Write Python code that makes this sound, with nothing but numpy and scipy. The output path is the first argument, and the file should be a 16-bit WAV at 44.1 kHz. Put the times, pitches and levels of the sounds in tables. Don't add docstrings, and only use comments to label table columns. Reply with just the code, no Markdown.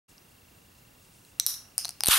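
import sys
import numpy as np
from scipy import signal
from scipy.fft import rfft, irfft, next_fast_len
from scipy.io import wavfile
from scipy.ndimage import uniform_filter1d, map_coordinates

SR = 44100
rng = np.random.default_rng(int(sys.argv[2]) if len(sys.argv) > 2 else 0)


def volts_from_db(level):
    exponent = np.asarray(level, float) / 20
    return 10 ** exponent


def put_to_file(sound):
    columns = np.atleast_2d(sound).T
    safe = np.clip(columns, -1, 1)
    whole_steps = np.round(safe * 32767)
    wavfile.write(sys.argv[1], SR, whole_steps.astype(np.int16))


N = 96402

# [start_s, peak_db, tab_pitch_hz, treble_db, room_db]
NAIL_TICK = [
    (.1804, -40, 5300, -12, -19),
]
# [start_s, peak_db, tab_pitch_hz, treble_db, room_db]
TAB_LIFT = [
    (1.2494, -42.5, 4220, -6.5, -19),
    (1.3985, -2.5, 5800, -6.5, -11.5),
    (1.4706, -13.5, 5600, -6, -9),
    (1.5413, -21, 5450, -3, -10),
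]
# [start_s, peak_db, tab_pitch_hz, treble_db, room_db]
RIVET_SNAP = [
    (1.4643, -1, 5630, 3, 2),
]
# [start_s, peak_db, tab_pitch_hz, treble_db, room_db]
TAB_BEND = [
    (1.7802, -6, 5150, 7, -5.5),
    (1.7884, -18.5, 5180, -2, 1.5),
    (1.8475, -16.5, 4130, -15, -24),
    (1.8533, -15, 4160, -5, -11.5),
    (1.8809, -25, 4300, -4, -27),
    (1.8918, -16.5, 4680, -0.5, -21),
    (1.9064, -29, 5400, -2, -22),
]
# [start_s, peak_db, tab_pitch_hz, treble_db, room_db]
SCORE_TEAR = [
    (2.0068, -11.5, 5140, -1.5, -12.5),
    (2.0359, -5, 4700, 3, -25.5),
    (2.0455, -17, 4360, -3, -3),
    (2.0547, -21, 4340, 8, -25),
    (2.0593, -7.5, 4550, 7, -8),
    (2.0688, -4.5, 3940, 7, -0.5),
    (2.074, -9, 5400, 11, -29),
    (2.0808, -18, 3850, -5, -15),
]
# [start_s, peak_db, tab_pitch_hz, treble_db, room_db]
LID_BURST = [
    (2.0822, -7, 5740, 0, -20),
    (2.0853, -1, 6000, 0, -1),
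]

# [pitch_hz, width_hz, level_db]
LIFT_RINGS = [(1120, 1000, -32), (2040, 600, -18.5), (3990, 280, -3.5), (7800, 440, -5), (8700, 290, -1.5),
              (9830, 250, -3.5), (12490, 690, 4.5), (14400, 1700, -17.5)]
# [pitch_hz, width_hz, level_db]
SNAP_RINGS = [(2380, 1600, -28), (3970, 330, -10), (7500, 1100, -5), (9470, 620, 2.5), (12400, 1220, 9),
              (14700, 880, 1.5)]
# [pitch_hz, width_hz, level_db]
BEND_RINGS = [(706, 86, -25.5), (4680, 720, -7), (5880, 400, -7), (1490, 1600, -7.5), (2730, 450, -20.5),
              (6270, 390, -10), (7200, 790, -10), (8470, 680, -3), (9750, 365, -2.5), (12230, 690, -6),
              (14500, 790, -9.5)]
# [pitch_hz, width_hz, level_db]
TEAR_RINGS = [(816, 104, -21.5), (1400, 610, -11.5), (2820, 1440, -1), (6220, 400, -10.5), (8180, 260, -16),
              (9050, 340, -2.5), (10240, 380, -14), (12270, 430, -7), (14200, 650, -15)]
# [pitch_hz, width_hz, level_db]
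BURST_RINGS = [(1300, 630, -20), (2790, 390, -2), (4100, 490, 2), (7340, 720, 6), (10120, 440, 5),
               (11500, 710, 10.5), (14500, 800, -8)]

# [freq_hz, t60_s]
ROOM_DECAY = [(500, 1), (3000, 0.36), (6000, 0.36), (10000, 0.35), (15000, 0.19)]
# [freq_hz, likeness_0_to_1]
ROOM_LIKENESS = [(1000, 0.78), (5000, 0.51), (9000, 0.75)]

# [time_s, level_db]
GAS_FLOW = [
    (2.085, -28.5),
    (2.096, -26),
    (2.11, -19),
    (2.135, -18.5),
    (2.16, -21),
    (2.186, -22),
]
# [freq_hz, density_db]
JET_SPECTRUM = [(300, -40), (550, -23.5), (1200, -5), (1950, -10), (3010, -4), (6470, -10), (14300, -6.5),
                (15200, -66)]
# [center_hz, width_hz, lift_db]
CAVITIES = [(1310, 1250, 5.5), (3560, 1340, 5), (9300, 2800, 5)]
# [freq_hz, likeness_0_to_1]
JET_LIKENESS = [(60, 1.0), (240, 0.47), (950, 0.74), (3770, 0.54), (15000, 1.0)]

# [center_s, level_db, length_s]
FINGERS = [
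    (0.101, -61.5, 0.022),
    (0.787, -65, 0.01),
    (1.043, -65, 0.044),
    (1.15, -65, 0.034),
    (1.272, -65.5, 0.09),
]
# [freq_hz, density_db]
AIR_SPECTRUM = [(15, -23), (25, -5), (108, -1), (384, -11.5), (463, -12), (1440, -16.5), (2760, -19.5),
                (5000, -21.5), (16000, -23)]
# [freq_hz, likeness_0_to_1]
AIR_LIKENESS = [(60, 0.98), (180, 1), (550, 0.071), (1650, 0.057), (4970, 0.85), (15000, 1.0)]

# [start_s, depth_db]
GAIN_DIPS = [
    (1.3985, 2),
    (1.4663, -9),
    (1.7802, 0),
    (2.0833, -14),
]
# [freq_hz, difference_db]
MIC_BALANCE = [(120, 0), (300, -1.7), (1500, -1.1), (3000, -.6), (7000, 0)]

TAB_WIDTH_HZ, TAB_DB, TREBLE_HZ, RISE_S = 300, -1, 7000, 0.00015
CRACK_DB, CRACK_T60_S, CRACK_TOP_HZ, CRACK_IN_ROOM_DB = -6.5, 0.0022, 12100, 9
LID_CUT_HZ = 460
ROOM_SWELL_S, ROOM_BLUR_HZ, ROOM_BASS_CUT_HZ = 0.0027, 576, 1740
POP_S, SUCTION_DB, SUCTION_S, PUSH_DB, PUSH_S = 2.0864, -14.5, 0.0003, -23, 0.0021
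AIR_DB, WHINE_HZ, WHINE_DB = -57, 15734, -60
FRAME_S, FIRST_S = 1001 / 30000, 0.15
BLIP_HZ, BLIP_DB, BLIP_S = 2748, -59, 0.0032
LOOK_AHEAD_S, RECOVER_S, MONO_ABOVE_HZ = 0.005, 0.017, 7400
START_S, FADE_S, TOP_HZ, CEILING = 0.08, 0.013, 15500, 0.85


def unit(x):
    return x / np.sqrt(np.mean(x ** 2) + 1e-20)


def along(points, hz):
    f, v = np.transpose(points)
    return np.interp(np.log(hz + 1), np.log(f + 1), v)


def filtered(x, response):
    m = next_fast_len(x.shape[-1] + 8192)
    spectrum = rfft(x, m) * response(np.fft.rfftfreq(m, 1 / SR))
    return irfft(spectrum, m)[..., :x.shape[-1]]


def rush(level_db, alike, patchy_db):
    z = signal.stft(rng.standard_normal((2, N)), nperseg=256)[2]
    field = uniform_filter1d(rng.standard_normal(z.shape[1:]), size=4, axis=0)
    field = uniform_filter1d(field, size=4, axis=1)
    pair = signal.istft(z * volts_from_db(patchy_db * unit(field)), nperseg=256)[1][:, :N]

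    def mid_side_gain(hz):
        turn = np.arccos(np.clip(along(alike, hz), -1, 1)) / 2
        return volts_from_db(level_db(hz)) * [np.cos(turn), np.sin(turn)]

    mid, side = filtered(pair, mid_side_gain)
    return unit(np.array([mid + side, mid - side]))


def clicks(events, modes):
    out = np.zeros((2, 2, N + SR))
    t = np.arange(SR // 30) / SR
    lid = signal.butter(3, LID_CUT_HZ, "high", fs=SR, output="sos")
    thin = signal.butter(2, CRACK_TOP_HZ, fs=SR, output="sos")
    for start_s, peak_db, tab_hz, treble_db, room_db in events:
        crack = signal.sosfilt(thin, rng.standard_normal(len(t)))
        crack *= volts_from_db(CRACK_DB + treble_db / 2 - 60 * t / CRACK_T60_S)
        ring = np.zeros((2, len(t)))
        for k, (hz, width_hz, level_db) in enumerate(sorted([(tab_hz, TAB_WIDTH_HZ, TAB_DB), *modes])):
            treble = hz > TREBLE_HZ
            gain = (-1) ** k * volts_from_db(level_db + treble_db * treble + rng.normal(0, 1.1))
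            widths_hz = width_hz + treble * np.array([[0], [ROOM_BLUR_HZ]])
            tone = np.sin(2 * np.pi * hz * (1 + rng.normal() / 100) * t)
            ring += gain * np.exp(-np.pi * widths_hz * t) * tone
        source = ring + crack * volts_from_db([[0], [CRACK_IN_ROOM_DB]])
        near, far = signal.sosfilt(lid, source * (1 - np.exp(-t / RISE_S)))
        size = volts_from_db(peak_db) / np.abs(near).max()
        wet = volts_from_db(room_db) * size * signal.fftconvolve(far[None], room_tail(), axes=1)
        first = round(start_s * SR)
        out[0, :, first:][:, :len(t)] += size * near * volts_from_db([[0.6], [-0.6]])
        out[1, :, first:][:, :wet.shape[1]] += wet
    return out[..., :N]


def room_tail():
    hz, t, z = signal.stft(rng.standard_normal((2, SR // 2)), SR, nperseg=128)
    turn = np.arccos(np.clip(along(ROOM_LIKENESS, hz), 0, 1))[:, None] / 2
    pair = np.cos(turn) * z[0] + np.sin(turn) * z[1] * np.array([1, -1])[:, None, None]
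    bass_cut = (hz ** 2 / (hz ** 2 + ROOM_BASS_CUT_HZ ** 2))[:, None]
    decay = volts_from_db(-60 * t / along(ROOM_DECAY, hz)[:, None])
    tail = signal.istft(pair * bass_cut * decay, SR, nperseg=128)[1]
    tail = tail * (1 - np.exp(-np.arange(tail.shape[1]) / SR / ROOM_SWELL_S))
    return tail / np.linalg.norm(tail[0])


def pop():
    t = np.arange(N) / SR - POP_S
    after = np.maximum(t, 0) / PUSH_S
    push = after * np.exp(1 - after) - 0.15 * after / 5 * np.exp(1 - after / 5)
    suction = np.exp(-(t / SUCTION_S) ** 2)
    return volts_from_db(PUSH_DB) * push - volts_from_db(SUCTION_DB) * suction


def gas():
    def colour(hz):
        lift = sum(db / (1 + (2 * (hz - center) / width) ** 2) for center, width, db in CAVITIES)
        return along(JET_SPECTRUM, hz) + lift

    time_s, level_db = np.transpose(GAS_FLOW)
    flow = volts_from_db(np.interp(np.arange(N) / SR, time_s, level_db, left=-200))
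    spit = map_coordinates(rng.standard_normal(N // 40 + 4), [np.arange(N) / 40])
    return flow * unit(volts_from_db(1.5 * spit) * rush(colour, JET_LIKENESS, patchy_db=1.5))


def finger_rustle():
    t = np.arange(N) / SR
    touch = sum(volts_from_db(db) * np.exp(-((t - s) / length) ** 2) for s, db, length in FINGERS)
    spectrum = [(1500, -23), (5000, -3), (9500, 0.5), (15000, -35)]  # Hz, dB
    return touch * rush(lambda hz: along(spectrum, hz), [(100, 1.0)], patchy_db=2.5)


def frame_blip():
    t = np.arange(N) / SR
    since = (t - FIRST_S + FRAME_S / 4) % FRAME_S - FRAME_S / 4
    return volts_from_db(BLIP_DB) * np.exp(-(since / BLIP_S - 0.7) ** 2) * np.sin(2 * np.pi * BLIP_HZ * since)


def line_whine():
    t = np.arange(N) / SR
    waver = map_coordinates(rng.standard_normal(70), [t * 28])
    return volts_from_db(WHINE_DB + 1.6 * waver) * np.sin(2 * np.pi * WHINE_HZ * t)


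def room_air():
    return volts_from_db(AIR_DB) * rush(lambda hz: along(AIR_SPECTRUM, hz), AIR_LIKENESS, patchy_db=0.7)


def gain_control():
    t = np.arange(N) / SR
    gain_db = np.zeros(N)
    for start_s, depth_db in GAIN_DIPS:
        onset = np.clip(2 * (t - start_s) / LOOK_AHEAD_S + 2, 0, 1)
        recovery = np.exp(-(np.maximum(t - start_s, 0) / RECOVER_S) ** 2)
        gain_db += depth_db * onset * recovery
    return volts_from_db(gain_db)


def narrowed(x):
    side = filtered((x[0] - x[1]) / 2, lambda hz: hz > MONO_ABOVE_HZ)
    return x - side * np.array([[1], [-1]])


def scene():
    near, room = (clicks(NAIL_TICK, [(4500, 540, 0), (5950, 530, 0)])
                  + clicks(TAB_LIFT, LIFT_RINGS) + clicks(RIVET_SNAP, SNAP_RINGS)
                  + clicks(TAB_BEND, BEND_RINGS) + clicks(SCORE_TEAR, TEAR_RINGS)
                  + clicks(LID_BURST, BURST_RINGS))
    background = finger_rustle() + frame_blip() + line_whine() + room_air()
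    return near + pop() + narrowed(gas() + gain_control() * (room + background))


def roll_off(x):
    return signal.sosfilt(signal.butter(12, 16520, fs=SR, output="sos"), x)


def record(dry):
    def mics(hz):
        balance = volts_from_db(along(MIC_BALANCE, hz) / 2 * np.array([[1], [-1]]))
        return balance / (1 + (hz / TOP_HZ) ** 60) * hz / (hz + 15)

    heard = filtered(dry, mics)
    limited = heard / (1 + np.abs(heard / CEILING) ** 6) ** (1 / 6)
    fade = np.clip((np.arange(N) / SR - START_S) / FADE_S, 0, 1)
    return roll_off(limited * fade)


dry = scene()
out = record(dry)
put_to_file(out)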